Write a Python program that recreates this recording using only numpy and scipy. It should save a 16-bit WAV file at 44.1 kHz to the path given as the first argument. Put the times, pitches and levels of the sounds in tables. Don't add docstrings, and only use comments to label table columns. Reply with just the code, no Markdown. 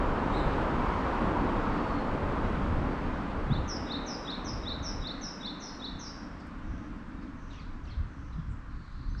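import sys
import numpy as np
from scipy import signal
from scipy.fft import rfft, irfft, next_fast_len
from scipy.io import wavfile
from scipy.ndimage import uniform_filter1d, map_coordinates

SR = 44100
rng = np.random.default_rng(int(sys.argv[2]) if len(sys.argv) > 2 else 0)


def store_pcm(level_fs):
    pcm = np.round(np.clip(level_fs, -1, 1) * 32767).astype(np.int16)
    wavfile.write(sys.argv[1], SR, np.atleast_2d(pcm).T)


N = 405719

# frequency in Hz, relative spectral density in dB.
ROAR_SPECTRUM = [(60, -20), (130, -3), (215, 0), (330, 1), (400, -1), (500, -0.5), (700, -3.5), (860, -2),
                 (960, -2), (1100, -3), (1300, -6), (1800, -22), (2600, -39), (6000, -110)]
HISS_SPECTRUM = [(600, -33.5), (1100, 2.5), (1500, 5), (2000, -0.5), (3000, -8), (4500, -16.5), (6300, -26),
                 (8200, -31.5), (10200, -39.5), (11000, -48.5), (12500, -48.5), (13200, -55), (15000, -57)]
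DRONE_SPECTRUM = [(100, -30.5), (160, -6.5), (188, 0), (210, -3), (235, -0.5), (268, -1), (285, 0.5),
                  (310, -3.5), (345, -15), (450, -55), (900, -120)]
TRAFFIC_SPECTRUM = [(100, 0), (300, -8), (450, -20.5), (800, -14), (1020, 3), (1300, 1.5), (1800, -6.5),
                    (2800, -34.5), (4500, -22.5), (6300, -26), (8200, -33), (10000, -48.5), (12000, -65),
                    (15000, -55.5)]
BUFFET_SPECTRUM = [(10, -21.5), (22, 0.5), (34, 2), (48, -1), (70, -2.5), (110, -8.5), (170, -13),
                   (240, -22), (400, -38), (1500, -120)]
SNAP_SPECTRUM = [(1500, -30), (4000, 2), (8000, 1), (10000, -7), (12300, -11), (13200, -40)]
# time in seconds, relative level in dB.
DRONE_LEVELS = [(0.3, -38.5), (1.69, -37.5), (2.03, -39), (2.92, -39), (3.8, -43), (6.41, -48),
                (7.05, -43.5), (7.78, -52), (8.8, -57)]
LULL_LEVELS = [(0.0, -34.5), (2.15, -37), (2.61, -33.5), (3.66, -39), (4.15, -48), (4.71, -40),
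               (5.64, -52.5), (6.61, -44.5), (6.94, -46), (8.02, -40), (8.84, -44), (9.2, -36)]
# time of the peak in seconds, peak level in dB, half width in seconds.
GUSTS = [(.12, -38, 0.22), (0.473, -27, 0.026), (1.325, -31, 0.079), (2.284, -32, .04), (2.553, -33, 0.1),
         (2.772, -27.5, 0.083), (3.545, -32.5, 0.14), (4.58, -36.5, 0.16), (4.818, -36, 0.035),
         (4.987, -32.5, 0.06), (5.957, -37.5, 0.03), (6.7, -41, 0.074), (8.015, -39, 0.06),
         (8.39, -32.5, 0.04), (8.507, -33.5, 0.042), (8.787, -36, 0.057), (9.088, -39, 0.29)]
# time of the peak in seconds, relative level in dB,
# quarter length in seconds, centre frequency in Hz.
THUMPS = [(2.717, -23, 0.018, 69.6), (3.518, -19, 0.016, 147), (3.521, -25.5, 0.015, 234),
          (3.589, -29.5, 0.042, 122.2), (7.998, -24, 0.022, 73), (8.39, -29, 0.01576, 137),
          (8.49, -31.5, 0.023, 62.3), (9.151, -36, 0.00113, 1330)]
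# frequency in Hz, time to decay by 60 dB in seconds.
GROVE_T60 = [(2000, 0.34), (4000, 0.83), (6000, 0.65), (10000, 0.18)]
# start and length in seconds, first and last pitch in Hz,
# relative level in dB, levels of the octave and of the scratchy noise in dB against the note.
CHIPS = [(6.392, 0.029, 5400, 4200, -61.5, -40, -10), (7.165, .025, 3750, 3850, -70, -40, -14),
         (7.215, 0.025, 5380, 3550, -65, -38, -9), (7.501, 0.025, 3970, 3450, -56.5, -23, -7),
         (7.524, 0.031, 3430, 2300, -56.5, -16, -8), (7.529, .012, 6050, 5900, -62, -40, -14),
         (7.541, .013, 5400, 3200, -61, -40, -9), (7.564, 0.046, 2850, 2000, -55.5, -25, -8),
         (7.576, .016, 3500, 3300, -59, -40, -12), (7.592, .02, 4950, 4050, -57.5, -40, -13),
         (7.615, .014, 4150, 3600, -57, -40, -9), (7.834, .016, 6000, 5950, -67, -40, -14),
         (7.851, .012, 5070, 3100, -60, -42, -10), (7.868, .03, 2940, 2550, -59, -9, -10),
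         (7.888, .018, 3400, 3200, -58, -40, -13), (7.901, 0.029, 2370, 1960, -56.5, -3, -7),
         (7.929, 0.019, 3920, 3100, -61, -42, -3), (8.32, .028, 3880, 4000, -63, -25, -6),
         (8.375, .035, 3900, 3000, -68, -40, -5)]
# start in seconds, relative level in dB.
THIN_CALLS = [(6.61, -73), (7.35, -71), (8.08, -74.5)]
# start and length in seconds, first and last pitch in Hz,
# relative level in dB, pitch jitter in Hz, scattered sound in dB against the direct.
HELD_NOTES = [(1.6, .24, 4370, 4520, -67.5, 70, -2), (1.88, .14, 4430, 4170, -61.5, 50, -3),
              (5.6, 0.25, 4400, 4200, -60, 90, -5.5), (8.49, .05, 7800, 7600, -72, 400, -5.5),
              (8.67, 1, 4150, 4170, -65, 368, -5), (9.08, .07, 6000, 6230, -70, 130, -4),
              (9.174, .077, 5060, 5200, -53, 400, -5.5)]
# time within the note in seconds, pitch in Hz, relative level in dB.
ARCH_CONTOUR = [(0, 3600, -10), (.026, 3830, 2), (.036, 3900, -13), (.046, 4130, -2), (.066, 3950, -2),
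                (.082, 3800, 0), (.102, 3550, -9)]
WHISTLE_CONTOUR = [(-.003, 3280, -21), (.005, 3458, -12), (.018, 3693, -7), (.031, 3960, -2.5),
                   (.04, 4532, -11), (.044, 3696, -9), (.051, 3460, -5.5), (.072, 3900, -7.5),
                   (.086, 4400, -14.5)]
BUZZ_CONTOUR = [(0, 6260, -23), (.008, 6140, -13.5), (0.027, 5660, -4), (.05, 5300, -4.5), (.078, 5270, -8),
                (.094, 5077, -5), (.103, 4860, -26)]
# start in seconds, whistle gain in dB, its pitch shift in Hz, further
# shift of its second sweep in Hz, pip level in dB, buzz gain in dB, buzz pitch shift in Hz.
PHRASES = [(3.504, -39.5, -50, -20, -65, -38.5, 16), (3.889, -34, -1, 71, -52, -38, 0),
           (4.273, -34.5, -13, 21, -48, -40, -10), (4.654, -35, 15, 91, -52.5, -40, 39),
           (5.040, -35, 36, 58, -48.5, -42, 69), (5.427, -35, 16, 9, -50, -45, 89.5),
           (5.817, -36, 0, -12, -53, -45.5, 52)]

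NEAREST_S, ROAD_M, SPEED_M_PER_S = 0.66, 32.2, 11.55


def amp(db):
    return 10 ** (np.asarray(db) / 20)


def unit(x):
    return x / np.sqrt(np.mean(x ** 2) + 1e-20)


def along(points, hz):
    frequencies, values = np.transpose(points)
    return np.interp(np.log(hz + 1), np.log(frequencies), values)


def curve(points):
    return np.interp(np.arange(N) / SR, *np.transpose(points))


def wobble(rate, size=N):
    knots = rng.standard_normal(int(size * rate / SR) + 4)
    return map_coordinates(knots, [np.arange(size) * rate / SR])


def swell(s, half_width_s):
    return np.exp(-((np.arange(N) / SR - s) / half_width_s) ** 2)


def filtered(x, response):
    size = next_fast_len(N + SR // 2)
    return irfft(rfft(x, size) * response(np.fft.rfftfreq(size, 1 / SR)), size)[:N]


def add(track, s, sound):
    room = track[max(round(s * SR), 0):][:len(sound)]
    room += sound[:len(room)]


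def rush(spectrum, patchy_db):
    bins = signal.stft(rng.standard_normal(N), nperseg=1024)[2]
    patches = uniform_filter1d(rng.standard_normal(bins.shape), size=6, axis=0)
    patches = uniform_filter1d(patches, size=9, axis=1)
    noise = signal.istft(bins * amp(patchy_db * unit(patches)), nperseg=1024)[1][:N]
    return unit(filtered(noise, lambda hz: amp(along(spectrum, hz))))


def receding(nearest_db, loss_db_per_m):
    distance = np.hypot(ROAD_M, SPEED_M_PER_S * (np.arange(N) / SR - NEAREST_S))
    absorbed_db = loss_db_per_m * (distance - ROAD_M)
    return ROAD_M / distance * amp(nearest_db - absorbed_db + 0.27 * wobble(3.7))


def tread_whine(centre_hz=951, half_width_hz=41):
    skirt = [(-8, -120), (-1, -8), (0, 0), (1, -8), (8, -120)]
    band = rush([(centre_hz + widths * half_width_hz, db) for widths, db in skirt], patchy_db=4)
    return amp(-42.5) * swell(NEAREST_S, half_width_s=0.99) * band


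def road():
    roar = receding(nearest_db=-31.5, loss_db_per_m=0.3) * rush(ROAR_SPECTRUM, patchy_db=0.9)
    hiss = receding(nearest_db=-42.5, loss_db_per_m=0.14) * rush(HISS_SPECTRUM, patchy_db=0.84)
    drone = amp(curve(DRONE_LEVELS) + 1) * rush(DRONE_SPECTRUM, patchy_db=2.0)
    whine = tread_whine()
    traffic = amp(-56.5) * rush(TRAFFIC_SPECTRUM, patchy_db=1)
    return roar + hiss + whine + drone + traffic


def breeze(eddy_db=1.2):
    lull_power = amp(curve(LULL_LEVELS) + 1) ** 2
    gust_power = sum((amp(db) * swell(s, half_width_s)) ** 2 for s, db, half_width_s in GUSTS)
    eddies = amp(eddy_db * wobble(18))
    rumble = np.sqrt(lull_power + gust_power) * eddies * rush(BUFFET_SPECTRUM, patchy_db=0.5)
    for s, db, quarter_s, hz in THUMPS:
        t = np.arange(-2 * quarter_s, 2 * quarter_s, 1 / SR)
        uneven_hz = hz * (1 + 0.13 * wobble(136, len(t)))
        push = np.sin(2 * np.pi * np.cumsum(uneven_hz) / SR)
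        add(rumble, s - 2 * quarter_s, amp(db - 2.5) * push * np.hanning(len(t)))
    return rumble


def snap(start_s=6.4695, click_t60=0.004, crackle_t60=0.13):
    t = np.arange(SR // 5) / SR
    envelope = amp(-55 - 60 * t / click_t60) + amp(-70 - 60 * t / crackle_t60)
    track = np.zeros(N)
    add(track, start_s, envelope * rng.standard_normal(len(t)))
    return filtered(track, lambda hz: amp(along(SNAP_SPECTRUM, hz)))


def among_trees(note, near_db, far_db, near_t60):
    hz, t, bins = signal.stft(rng.standard_normal(SR * 3 // 4), SR, nperseg=256)
    decay = amp(-60 * t / along(GROVE_T60, hz)[:, None])
    wash = signal.istft(bins * decay, SR, nperseg=256)[1]
    delays_s = rng.uniform(0.0036, 0.052, size=40)
    echoes = rng.standard_normal(len(delays_s)) * amp(-60 * delays_s / near_t60)
    branches = np.bincount((delays_s * SR).astype(int), echoes, len(wash))
    paths = amp(far_db) * wash / np.linalg.norm(wash)
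    paths += amp(near_db) * branches / np.linalg.norm(branches)
    paths[0] += 1
    return signal.fftconvolve(note, paths)


def syrinx(hz, db):
    soft_ends = signal.windows.tukey(len(hz), 0.06)
    return np.sqrt(2) * amp(db) * soft_ends * np.sin(2 * np.pi * np.cumsum(hz) / SR)


def gesture(contour):
    s, hz, db = np.transpose(contour)
    t = np.arange(s[0], s[-1], 1 / SR)
    pitch = np.interp(t, s, hz) * (1 + 0.0055 * wobble(40.4, len(t)))
    level_db = np.interp(t, s, db) + 1.6 * wobble(95.5, len(t))
    return pitch, level_db


def far_call(length_s, pitches, db, rasp_hz, wet_db, octave_db=-60):
    progress = np.linspace(0, 1, int(length_s * SR))
    glide = np.interp(progress, np.linspace(0, 1, len(pitches)), pitches)
    hz = glide + rasp_hz * wobble(800, len(progress))
    envelope = np.sqrt(np.abs(np.sin(np.pi * progress)))
    note = (syrinx(hz, db - 4.0) + syrinx(2 * hz, db + octave_db)) * envelope
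    return among_trees(note, near_db=wet_db, far_db=wet_db, near_t60=0.19)


def chip(length_s, first_hz, last_hz, db, octave_db, scratch_db):
    pitches = [first_hz, last_hz]
    squeak = far_call(length_s, pitches, db, rasp_hz=115, wet_db=-4.5, octave_db=octave_db)
    scratch = far_call(length_s, pitches, db + scratch_db, rasp_hz=1090, wet_db=1.5)
    return squeak + scratch


def arched_call(db, rasp_hz=40, rasp_hz_per_s=1500, octave_db=-23):
    hz, contour_db = gesture(ARCH_CONTOUR)
    t = np.arange(len(hz)) / SR
    hz += (rasp_hz + rasp_hz_per_s * t) * wobble(603, len(hz))
    note = syrinx(hz, db + contour_db) + syrinx(2 * hz, db + octave_db)
    return among_trees(note, near_db=-7, far_db=-6, near_t60=0.3)


def other_birds():
    calls = np.zeros(N)
    for s, *shape in CHIPS:
        add(calls, s, chip(*shape))
    add(calls, 0.325, arched_call(db=-49))
    for s, db in THIN_CALLS:
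        add(calls, s, far_call(0.29, [6050, 5850, 5650], db, rasp_hz=320, wet_db=-3.5))
    for s, length_s, first_hz, last_hz, db, rasp_hz, wet_db in HELD_NOTES:
        add(calls, s, far_call(length_s, [first_hz, last_hz], db, rasp_hz, wet_db))
    return calls


def whistle(db, pip_db, wet_db, shift_hz, second_shift_hz, lead_s):
    pip_hz, pip_size, second_sweep_s = 3800, int(0.035 * SR), 0.0427
    hz, contour_db = gesture(WHISTLE_CONTOUR)
    t = WHISTLE_CONTOUR[0][0] + np.arange(len(hz)) / SR
    pitch = hz + shift_hz + second_shift_hz * (t > second_sweep_s) + 18 * wobble(489, len(hz))
    note = np.zeros(int(lead_s * SR) + len(hz))
    pip = syrinx(pip_hz + 50 * wobble(300, pip_size), pip_db) * np.hanning(pip_size)
    add(note, 0, pip)
    add(note, lead_s + t[0], syrinx(pitch, db + contour_db))
    return among_trees(note, near_db=wet_db - 10.0, far_db=wet_db - 8.5, near_t60=0.29)


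def buzz(db, wet_db, shift_hz, rasp_hz):
    flutter_hz, swing_hz, swing_db = 210, 240, 0.5
    hz, contour_db = gesture(BUZZ_CONTOUR)
    uneven_hz = flutter_hz * (1 + 0.05 * wobble(91, len(hz)))
    flutter = np.sin(2 * np.pi * np.cumsum(uneven_hz) / SR)
    pitch = hz + shift_hz + swing_hz * flutter + rasp_hz * wobble(696, len(hz))
    level_db = db + contour_db + swing_db * flutter
    octave_db = np.linspace(-41, -65, len(hz))
    note = among_trees(syrinx(pitch, level_db), near_db=wet_db - 12, far_db=wet_db - 8, near_t60=0.21)
    octave = among_trees(syrinx(2 * pitch, level_db + octave_db), near_db=-3, far_db=0, near_t60=0.21)
    return note + octave


def songbird(pip_lead_s=0.03, buzz_after_s=0.17):
    song = np.zeros(N)
    for k, phrase in enumerate(PHRASES):
        s, whistle_db, shift_hz, second_shift_hz, pip_db, buzz_db, buzz_shift_hz = phrase
        whistle_wet_db, buzz_wet_db = -1.5 + 0.45 * k, 1.3 + 1.31 * k
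        sweeps = whistle(whistle_db, pip_db, whistle_wet_db, shift_hz, second_shift_hz, pip_lead_s)
        add(song, s - pip_lead_s, sweeps)
        add(song, s + buzz_after_s, buzz(buzz_db, buzz_wet_db, buzz_shift_hz, rasp_hz=20 + 18 * k))
    return song


def scene():
    return (songbird() + other_birds() + road() + breeze() + snap())[None]


def record(dry):
    cutoff_hz = 15050
    return np.array([filtered(channel, lambda hz: hz < cutoff_hz) for channel in dry])


dry = scene()
out = record(dry)
store_pcm(out)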